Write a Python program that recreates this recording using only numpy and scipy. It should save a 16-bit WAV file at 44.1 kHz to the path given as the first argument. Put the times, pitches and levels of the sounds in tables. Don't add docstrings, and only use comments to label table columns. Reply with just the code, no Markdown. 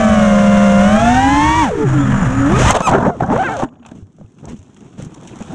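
import sys
import numpy as np
from scipy import signal
from scipy.fft import rfft, irfft
from scipy.io import wavfile
from scipy.ndimage import uniform_filter1d

SR = 44100
rng = np.random.default_rng(int(sys.argv[2]) if len(sys.argv) > 2 else 0)


def attenuation_scalar(level_db):
    decades = np.asarray(level_db, float) / 20
    return 10 ** decades


def persist_wave(psi):
    counts = np.round(np.clip(psi, -1, 1) * 32767).astype(np.int16)
    wavfile.write(sys.argv[1], SR, np.atleast_2d(counts).T)


N = 244314
T = np.arange(N) / SR

# [t/s, shaft f/Hz, blade tone level/dB]
LEAD_MOTOR = [(0, 258.2, -21), (.32, 233.6, -22), (.8, 231.5, -18), (.9, 249.7, -19.5), (1.04, 284.6, -20),
              (1.48, 370.3, -18.5), (1.58, 389.1, -21.5), (1.63, 374.4, -18), (1.69, 250.6, -20),
              (1.72, 162.7, -22.5), (1.84, 143.7, -13.5), (1.88, 110.6, -28), (1.99, 94.3, -14),
              (2.2, 79.84, -25.5), (2.48, 95.8, -13.5), (2.58, 149.6, -21), (2.66, 298.7, -20.5),
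              (2.708, 348.3, -13.5)]
# [f/Hz, density/dB per Hz]
CRACKLE_COLOUR = [(3000, -18), (5000, -8), (8000, -3), (12000, -1.5), (16000, -6)]


def level(x, db):
    return x * attenuation_scalar(db) / np.sqrt(np.mean(x ** 2))


def columns(rows, fade_s=0.017):
    s, *values = np.transpose(rows)
    edge = np.minimum(T - s[0] + fade_s, s[-1] + fade_s - T)
    gate = np.clip(edge / fade_s, 0, 1)
    return [np.interp(T, s, v) for v in values] + [gate]


def colour(x, points, size=4096):
    hz, db = np.transpose(points)
    grid = np.log(np.arange(size // 2 + 1) * SR / size + 1)
    cepstrum = irfft(np.interp(grid, np.log(hz), db) * np.log(10) / 20)
    cepstrum[1:size // 2] *= 2
    cepstrum[size // 2 + 1:] = 0
    impulse = irfft(np.exp(rfft(cepstrum)))
    return signal.fftconvolve(x, impulse)[:len(x)]


def walk(rate):
    hold = int(SR / rate)
    steps = np.repeat(rng.standard_normal(N // hold + 1), hold)
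    return 1.3 * uniform_filter1d(uniform_filter1d(steps, hold), hold)[:N]


def ring(hz, width_hz, size=3000):
    t = np.arange(size) / SR
    return np.sin(2 * np.pi * hz * t) * np.exp(-np.pi * width_hz * t)


def propeller(course, overtones, wobble, flutter_db, twice_db, top_db, unbalance_db, idle_hz=195, pole_db=-90):
    # [f/Hz, level/dB]
    frame_pass = [(45, -49), (90, -11), (150, -16), (200, 0.9), (235, -5.5), (290, -3.5), (350, -18.5),
                  (450, 11)]
    # [f/Hz, level/dB]
    arm_pass = [(400, -20), (450, 6), (650, 2.5)]
    idle_dull_db = 8.5
    brake_dull_db = .004
    gentle_hz_per_s = 650
    unloaded_s, linger = 0.14, 3
    magnets = 14
    pole_fade_db, pole_idle_hz = 24, 95
    hz, blade_db, gate = course

    uneven = wobble * np.clip(200 / hz, 1, 2.6) ** 1.19 * walk(60)
    turn = 2 * np.pi * (np.cumsum(hz * (1 + uneven)) / SR + rng.random())
    *first, fall_db = overtones
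    gains = [0, *first] + [first[-1] + fall_db * k for k in range(1, 9)]

    dull_db = idle_dull_db * np.clip(np.log2(hz / idle_hz), -2, 0)
    slope = uniform_filter1d(np.gradient(hz) * SR, 800)
    braking = np.clip(slope + gentle_hz_per_s, -2500, 0)
    keep = np.exp(-1 / (unloaded_s * SR))
    unloaded = signal.lfilter([1 - keep], [1, -keep], braking)
    dull_db = dull_db + brake_dull_db * (0.2 * braking + linger * unloaded)
    flutter_db = flutter_db - 0.16 * dull_db

    blades = np.zeros(N)
    for k, db in enumerate(gains):
        multiple = 3 * (k + 1)
        housing_db = top_db * np.log2(np.maximum(multiple * hz / 2300, 1))
        flutter = flutter_db * np.clip(walk(45), -3, 1.5)
        tone_db = db + min(k, 2) * dull_db - housing_db + flutter
        blades += attenuation_scalar(tone_db) * np.sin(multiple * turn + k * k)

    shaft_db = unbalance_db + np.interp(hz, *np.transpose(frame_pass))
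    shake_db = shaft_db + 0.023 * unloaded + 0.27 * flutter_db * walk(25)
    arm_db = twice_db + np.interp(2 * hz, *np.transpose(arm_pass)) + flutter_db * walk(40)
    fade_db = pole_fade_db * np.log2(np.maximum(hz / pole_idle_hz, 1))
    whistle_db = pole_db - fade_db + 4.5 * np.minimum(walk(30), 1)
    shake = attenuation_scalar(shake_db) * np.sin(turn)
    twice = attenuation_scalar(arm_db) * np.sin(2 * turn)
    poles = attenuation_scalar(whistle_db) * np.sin(magnets * turn)
    return np.sqrt(2) * gate * (attenuation_scalar(blade_db) * blades + shake + twice + poles)


def free_motors():
    # [t/s, shaft f/Hz, blade tone level/dB]
    second = [(0, 222.5, -18.5), (0.351, 203, -20.5), (0.601, 201.4, -22), (.81, 198, -21.5),
              (0.9, 207, -18), (1.051, 234.6, -14.5), (1.37, 287.8, -13.5), (1.571, 321.5, -12),
              (1.62, 311.4, -13), (1.661, 252.7, -21), (1.71, 150, -22.5), (1.78, 131, -25),
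              (1.86, 45, -18.5), (1.899, 44.02, -11), (1.98, 43.5, -9.5), (2.02, 43.9, -21),
              (2.12, 43.72, -11.5), (2.17, 43.5, -22)]
    third = [(0, 210.2, -17.5), (0.351, 180.2, -17), (0.799, 177.2, -16), (0.899, 195.3, -20),
             (1.2, 259, -16.5), (1.3, 295.2, -28), (1.58, 335.2, -23.5), (1.641, 291.2, -18.5),
             (1.698, 169.6, -38), (1.78, 101.2, -23), (1.901, 96.7, -28), (2, 70, -32), (2.1, 69.7, -19),
             (2.2, 68.1, -16), (2.279, 39.5, -13.5), (2.4, 38.8, -19.5), (2.5, 43.7, -15.5),
             (2.681, 39.6, -21.5)]
    fourth = [(0, 194, -30.5), (0.303, 172.1, -32.5), (0.702, 162.9, -33.5), (0.798, 167.2, -31),
              (1, 185.2, -35.5), (1.15, 196, -56.5)]
    # [2nd level/dB, 3rd level/dB, 4th level/dB, further fall/dB]
    timbres = [(-6, -12, -14, -10), (-10, -19.5, -28, -8), (-9.5, -29.5, -22, -9), (6.5, 1, -16.5, -12)]
    unbalances = (-28.5, -9.5, -16.5, -31.5)
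    pole_levels = (-33, -42, -36, -60)
    twice_levels = (-38.0, -35.5, -75.5, -51)
    courses = (LEAD_MOTOR, second, third, fourth)
    out = np.zeros(N)
    for rows, timbre, twice_db, unbalance_db, pole_db in zip(
            courses, timbres, twice_levels, unbalances, pole_levels):
        out += propeller(columns(rows), timbre, 0.00488, 1.0, twice_db, .2, unbalance_db, pole_db=pole_db)
    return out


def fighting_motor():
    # [t/s, shaft f/Hz, blade tone level/dB]
    grab = [(2.488, 150, -50), (2.5, 172, -21), (2.518, 235, -22), (2.53, 345, -25), (2.55, 415, -22),
            (2.582, 420, -21), (2.588, 420, -60)]
    spin_up = [(2.592, 90, -60), (2.6, 105, -21), (2.62, 180, -18), (2.645, 270, -17), (2.67, 385, -18),
               (2.705, 428, -16), (2.72, 428, -60)]
    sputter = [(3.03, 55, -60), (3.045, 70, -19), (3.07, 185, -16), (3.097, 265, -16), (3.11, 240, -28),
               (3.14, 228, -29), (3.175, 105, -32), (3.19, 80, -60)]
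    climb = [(3.275, 45, -60), (3.29, 52, -17), (3.33, 138, -16), (3.36, 165, -22), (3.38, 204, -19),
             (3.4, 258.5, -12), (3.425, 258, -15), (3.44, 284, -22), (3.455, 284, -50)]
    sag = [(3.485, 262, -50), (3.5, 260, -26), (3.52, 259, -19), (3.54, 243, -18), (3.56, 228.5, -24),
           (3.578, 185, -24), (3.6, 178, -20), (3.62, 193, -21), (3.63, 193, -50)]
    # [2nd level/dB, 3rd level/dB, 4th level/dB, further fall/dB]
    timbre = (-10, -21, -25, -5)
    course = columns(grab + spin_up + sputter + climb + sag)
    return propeller(course, timbre, .02, 2.6, -43.5, 3, -91, idle_hz=150)


def surge_course():
    # [t/s, length/s, from f/Hz, to f/Hz, blade tone level/dB]
    bursts = [
        (2.484, 0.059, 61.4, 67, -12.5),
        (2.867, 0.035, 402, 320, -9),
        (2.925, 0.07, 100.3, 135, -13),
        (3.21, 0.056, 242.3, 257, -19),
        (3.628, 0.0361, 146.8, 81.5, -20),
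        (3.68, 0.33, 79.4, 76, -47.5),
    ]
    ease, swell = 2.2, 1
    hz, db, gate = np.full(N, 100.), np.full(N, -60.), np.zeros(N)
    for s, length, from_hz, to_hz, top_db in bursts:
        u = (T - s) / length
        on = (u >= 0) & (u < 1)
        hz[u >= 0] = to_hz
        hz[on] = to_hz + (from_hz - to_hz) * (1 - u[on]) ** ease
        db[on] = top_db
        gate[on] = np.sin(np.pi * u[on]) ** swell
    return hz, db, gate


def surging_motors():
    # [2nd level/dB, 3rd level/dB, 4th level/dB, further fall/dB]
    timbre = (-15, -32, -35, -7)
    return propeller(surge_course(), timbre, .03, 4.9, -40, 4.4, -36.0)


def freed_motor():
    # [t/s, shaft f/Hz, blade tone level/dB]
    course = [(3.41, 132, -45), (3.425, 140, -33), (3.445, 177.5, -32), (3.46, 173.5, -31),
              (3.48, 154.5, -32), (3.5, 150.8, -32), (3.525, 149, -36), (3.56, 130, -44)]
    # [2nd level/dB, 3rd level/dB, 4th level/dB, further fall/dB]
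    timbre = (10, 8, -3, -4)
    return propeller(columns(course), timbre, .02, 4.5, -9, 3.7, -36, idle_hz=45)


def blade_scream():
    # [t/s, shaft f/Hz, blade tone level/dB]
    course = [(2.815, 372, -34), (2.83, 420, -25), (2.845, 396, -22), (2.858, 404, -18), (2.872, 382, -13)]
    # [2nd level/dB, 3rd level/dB, 4th level/dB, further fall/dB]
    timbre = (-9, -15, -11.5, 2)
    return propeller(columns(course), timbre, 0.046, 1.8, -49.0, 2.4, -44.0)


def windings():
    # [t/s, f/Hz, level/dB]
    idle = [(1.8, 7049, -50), (1.88, 6860, -41), (2.08, 7099, -38), (2.2, 7000, -38), (2.33, 6950, -40),
            (2.5, 6900, -38)]
    arch = [(1.93, 2750, -50), (1.98, 3150, -43), (2.03, 3450, -41), (2.1, 3200, -39), (2.15, 2950, -40),
            (2.22, 2900, -48)]
    load = [(2.37, 1190, -40), (2.4, 1240, -24), (2.455, 1340, -23), (2.475, 1370, -40)]
    rise = [(2.46, 8504, -48), (2.5, 8700, -36), (2.53, 9700, -31), (2.555, 10800, -30)]
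    stop = [(3.62, 7050, -60), (3.72, 6850, -70), (3.85, 6800, -72)]
    out = np.zeros(N)
    for rows in (idle, arch, load, rise, stop):
        hz, db, gate = columns(rows)
        ragged = attenuation_scalar(2.5 * walk(25)) * walk(450)
        out += gate * attenuation_scalar(db) * ragged * np.sin(2 * np.pi * np.cumsum(hz) / SR)
    return out


def contacts(rate, spread_db, tail_s, bed_db):
    size_db = np.minimum(spread_db * rng.exponential(size=N), 16)
    touch = (rng.random(N) < rate / SR) * attenuation_scalar(size_db)
    power = signal.lfilter([1], [1, -np.exp(-2 / (tail_s * SR))], touch ** 2)
    power = uniform_filter1d(power, int(1.3 * tail_s * SR) + 1)
    return level(np.sqrt(power / power.mean() + attenuation_scalar(2 * bed_db)), 0)


def contact_db(twig_db, leaf_db, weight_db=0):
    thud_db = -11 + 0.53 * twig_db + weight_db
    crackle_db = leaf_db - 10.5 - 0.13 * twig_db
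    return np.array([thud_db, twig_db, leaf_db, crackle_db])


def patchy(x, patch_db, rate):
    spectrum = rfft(x)
    octave = np.log2(np.arange(N // 2 + 1) * SR / N + 1)
    shares = [np.clip(1 - 3 * abs(octave - c), 0, 1) for c in np.arange(5, 11.6, 1 / 3)]
    out = irfft(spectrum * (1 - sum(shares)), N)
    for share in shares:
        out += irfft(spectrum * share, N) * attenuation_scalar(patch_db * walk(rate))
    return out


def tree():
    # [t/s, twig level/dB, leaf level/dB, extra weight level/dB]
    rubbing = [(2.5, -16.5, -34.5, -11.5), (2.57, -24.5, -31, 10.5), (2.7, -14.5, -35, -2),
               (2.79, -17.5, -28.5, -9), (2.85, -22.5, -35, -4.5), (2.9, -14.5, -35, 4.5),
               (3.1, -14, -49, 3), (3.12, -34.5, -51.5, 1), (3.21, -34.5, -48.5, 6.5),
               (3.29, -18, -48, 1.5), (3.4, -19.5, -32, 1), (3.49, -26, -36, -2), (3.62, -22, -33, -7.5),
               (3.7, -48, -73, -6.5), (4.1, -62, -68, -2), (4.66, -57, -58.5, -4), (5.1, -43.5, -52, -2),
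               (5.54, -37.5, -40.5, 0.5)]
    # [t/s, length/s, twig level/dB, leaf level/dB, extra weight level/dB]
    whips = [(2.674, 0.042, -40, -20, 9), (2.741, 0.038, -8, -18.5, -3), (2.804, 0.013, -7.5, -27.5, -6.5),
             (2.869, 0.039, -9.5, -19.5, -3), (2.904, 0.073, -6.5, -29, -5.5),
             (2.981, 0.016, -13, -37.5, 6), (3.001, 0.013, -26, -37.5, -1),
             (3.048, 0.032, -12, -37.5, -1.5), (3.078, 0.0085, -19, -43, 11),
             (3.202, 0.017, -15, -39.5, -11.5), (3.22, 0.023, -15, -61, 4.5), (3.309, 0.052, -11.5, -36, 2),
             (3.355, 0.017, -8.5, -44.5, -0.5), (3.62, 0.03, -12, -34.5, -9.5)]
    # [t/s, length/s, twig level/dB, leaf level/dB, extra weight level/dB]
    brushes = [(3.824, 0.016, -46, -65, -18), (3.843, 0.11, -44.5, -56, -12.5),
               (3.911, 0.018, -44.5, -59, -2), (3.943, 0.1, -57, -57, 5.5), (4.178, 0.09, -56.5, -83, 4.5),
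               (4.379, 0.053, -53, -57, -5.5), (4.425, 0.11, -39.5, -57, 1),
               (4.479, 0.066, -42.5, -43.5, 8), (4.547, 0.06, -66.5, -55, 5.5),
               (4.763, 0.016, -63, -54, -17), (4.807, 0.082, -51.5, -60, 4.5),
               (4.975, 0.11, -40.5, -43.5, 4.5), (5.142, 0.009, -64, -45, -13),
               (5.272, 0.031, -54, -42, 3.5), (5.405, 0.029, -31.5, -45.5, 2),
               (5.498, 0.064, -35, -55, 3.5)]
    # [f/Hz, density/dB per Hz]
    thud = [(20, -27.5), (50, -8.5), (120, 4), (240, 4), (400, -4), (900, -38)]
    scrape = [(150, -7.5), (320, -16), (500, -1), (800, 2), (1300, -6), (1700, -12), (3000, -42)]
    rasp = [(700, -8.5), (1500, -6.5), (2050, -7), (2600, -5.5), (3700, -4.5), (4500, -7.5), (6000, -33.5)]
    twigs = contacts(120, 2.6, 0.0047, 1.0)
    leaves = contacts(190, 4.2, 0.0013, -1.1)
    *dbs, gate = columns(rubbing)
    power = (gate * attenuation_scalar(contact_db(*dbs))) ** 2
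    for s, length, *db in whips + brushes:
        u = np.clip((T - s) / length, 0, 1)
        stroke = 1.24 * np.sin(np.pi * u ** 0.65) ** 1.18
        power += np.outer(attenuation_scalar(2 * contact_db(*db)), stroke)
    both = np.sqrt(twigs * leaves)
    touches = ((twigs, thud, -2.5), (twigs, scrape, -3.0), (both, rasp, -3.0), (leaves, CRACKLE_COLOUR, 8.5))
    out = np.zeros(N)
    for (touch, shape, trim_db), p in zip(touches, power):
        noise = colour(touch * rng.standard_normal(N), shape)
        out += level(noise, trim_db) * np.sqrt(p)
    return patchy(out, 2.6, 60)


def blows():
    # [t/s, peak level/dB, main ring f/Hz, tick level against the peak/dB]
    hits = [(2.705, 1, 770, -20), (2.708, -10.5, 1497, 8.5), (2.805, -9, 720, -12.5),
            (2.922, -9, 139.9, -41), (2.985, -6, 700, -35), (3.011, -12, 910, -35), (3.068, -7.5, 580, -25),
            (3.207, -10, 775, -34), (3.302, -4, 792, -41), (3.626, -7.5, 750, -35), (3.634, -9, 262, -45),
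            (3.86, -30, 785, -23), (4.025, -27, 98, -39), (4.245, -30, 106, -41), (4.59, -31, 94.5, -43),
            (4.185, -38, 616, -33), (4.213, -28, 166, -46), (4.212, -32.5, 570, -41),
            (4.455, -43.5, 190, 13.5), (4.498, -35, 199, 2), (4.532, -22, 257, -27),
            (4.544, -23.5, 207, -31), (4.445, -35, 700, -30), (5.0, -24, 526, -15),
            (5.066, -24.5, 160, -41), (5.024, -24, 145, 0), (5.406, -20, 199, -25), (5.405, -25, 610, -31),
            (5.508, -43, 220, -25)]
    # [f/Hz, width/Hz, level/dB]
    modes = [(230, 180, 3.5), (720, 360, -22), (1087, 260, -22.5)]
    damping = .17
    out = np.zeros(N + 3000)
    frame = sum(attenuation_scalar(db) * ring(hz, width) for hz, width, db in modes)
    fade = np.exp(-np.arange(3000) / (0.0011 * SR))
    for s, db, hz, tick_db in hits:
        tick = colour(fade * rng.standard_normal(3000), CRACKLE_COLOUR, size=512)
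        blow = ring(hz, damping * hz) + 0.13 * frame + attenuation_scalar(tick_db + 11.0) * tick
        i = int(s * SR)
        out[i:i + 3000] += attenuation_scalar(db + 2.5) * blow
    return out[:N]


def snaps():
    # [t/s, peak level/dB, dull part level/dB, bright part level/dB against the peak]
    leaf_hits = [(3.6869, -42.5, -5, -18), (3.7371, -54, -4, -20), (3.755, -50, -4, -21),
                 (3.796, -48, -7, -19), (3.8293, -44, -2, -23), (3.8501, -37.5, -2, -21),
                 (3.8626, -24.5, -13, -9.5), (3.888, -36, -9, -24), (3.9167, -45, -10, -10),
                 (3.9562, -45, -13, -11.5), (4.1263, -49, -15, -5), (4.1697, -55, -11, -12),
                 (4.239, -58, -12, -9), (4.261, -46, -13, -9.5), (4.3004, -51, -17, -4.5),
                 (4.3853, -39, -7, -15), (4.454, -27, -27, -9), (4.4915, -34, -14, -3),
                 (4.4972, -30, -14, -11), (4.5648, -37, -15, -9), (4.765, -39, -6.5, -14),
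                 (4.8062, -40, -6.5, -5), (4.864, -44, -7, -13), (4.927, -42, -6, -11),
                 (4.9893, -34, -12, -4), (5.0232, -32, -26, -16), (5.0474, -25, -25, -4),
                 (5.1395, -37, -16, -9), (5.1784, -39, -9, -13), (5.2485, -38, -15, -3),
                 (5.274, -34, -15, 1), (5.366, -30, -16, -8), (5.423, -22.5, -16, -8),
                 (5.472, -37, -8, -11)]
    # [f/Hz, density/dB per Hz]
    body = [(500, -12), (1400, 1), (2050, -18), (2500, -1), (3600, -5), (4200, -14), (6000, -43)]
    out, t = np.zeros(N + 1500), np.arange(1500) / SR
    fade = np.exp(-t / 0.0039) * np.minimum(t / 0.00073, 1)
    for s, db, dull_db, bright_db in leaf_hits:
        dull = level(colour(rng.standard_normal(1500), body, size=512), 0)
        bright = level(colour(rng.standard_normal(1500), CRACKLE_COLOUR, size=512), 0)
        snap = attenuation_scalar(dull_db + 4) * dull + attenuation_scalar(bright_db + 5.5) * bright
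        i = int(s * SR)
        out[i:i + 1500] += attenuation_scalar(db) * fade * snap
    return out[:N]


def ring_out():
    # [f/Hz, width/Hz, level/dB]
    modes = [(232, 8, -30), (430, 14, -39), (640, 13, -33), (780, 20, -30)]
    out, i = np.zeros(N), int(3.635 * SR)
    out[i:i + 16000] = sum(attenuation_scalar(db) * ring(hz, width, size=16000) for hz, width, db in modes)
    return out * attenuation_scalar(2.2 * walk(28.2))


def air():
    # [t/s, propeller wash level/dB, wind buffet level/dB]
    flow = [(0.0, -31, -21.5), (0.04, -32, -24), (0.99, -31.5, -24), (1.04, -31, -18.5), (1.64, -33.5, -19),
            (1.73, -40, -43.5), (2.53, -35, -46.5), (2.59, -26.5, -13.5), (2.71, -23.5, -10),
            (2.72, -28, -13)]
    # [f/Hz, density/dB per Hz]
    wash_colour = [(100, 0.5), (200, 3), (280, -6), (420, -12.5), (650, -9.5), (1000, -10), (1300, -7),
                   (1450, -8.5), (1750, -9), (2000, -16), (3200, -20), (6300, -24.5), (14000, -14.5)]
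    buffet_colour = [(15, -7.5), (30, -14), (60, 4), (130, 2.5), (200, -21), (400, -23.5)]
    wash_db, wind_db, gate = columns(flow)
    bright_db = 5 * np.log2(columns(LEAD_MOTOR)[0] / 196)
    flutter = attenuation_scalar(1.6 * walk(150))
    wash = level(colour(rng.standard_normal(N) * flutter, wash_colour), 16.4)
    low = signal.lfilter(*signal.butter(2, 2500, fs=SR), wash)
    wash = low * attenuation_scalar(-bright_db) + wash - low
    gusts = attenuation_scalar(0.39 * walk(12.0))
    wind = level(colour(rng.standard_normal(N), buffet_colour), 0.32) * gusts
    return gate * (wash * attenuation_scalar(wash_db) + wind * attenuation_scalar(wind_db))


def scene():
    motors = free_motors() + fighting_motor() + surging_motors() + freed_motor() + blade_scream() + windings()
    contact = tree() + blows() + snaps() + ring_out()
    return (motors + contact + air())[None]


def band_limit(x):
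    return signal.sosfilt(signal.butter(12, 15140, fs=SR, output="sos"), x)


def record(dry):
    # [f/Hz, level/dB]
    port = [(20, 0.5), (3300, -2), (4200, -10.5), (4800, -13), (5600, -3), (6400, -0.5), (8000, -8),
            (9200, -17.5), (10500, -25.5), (11800, -41.5), (14800, -44.5), (15300, -42.5)]
    heard = colour(dry[0], port)[None]
    mix = np.tanh(.9 * heard) / .9
    return band_limit(mix)


dry = scene()
out = record(dry)
persist_wave(out)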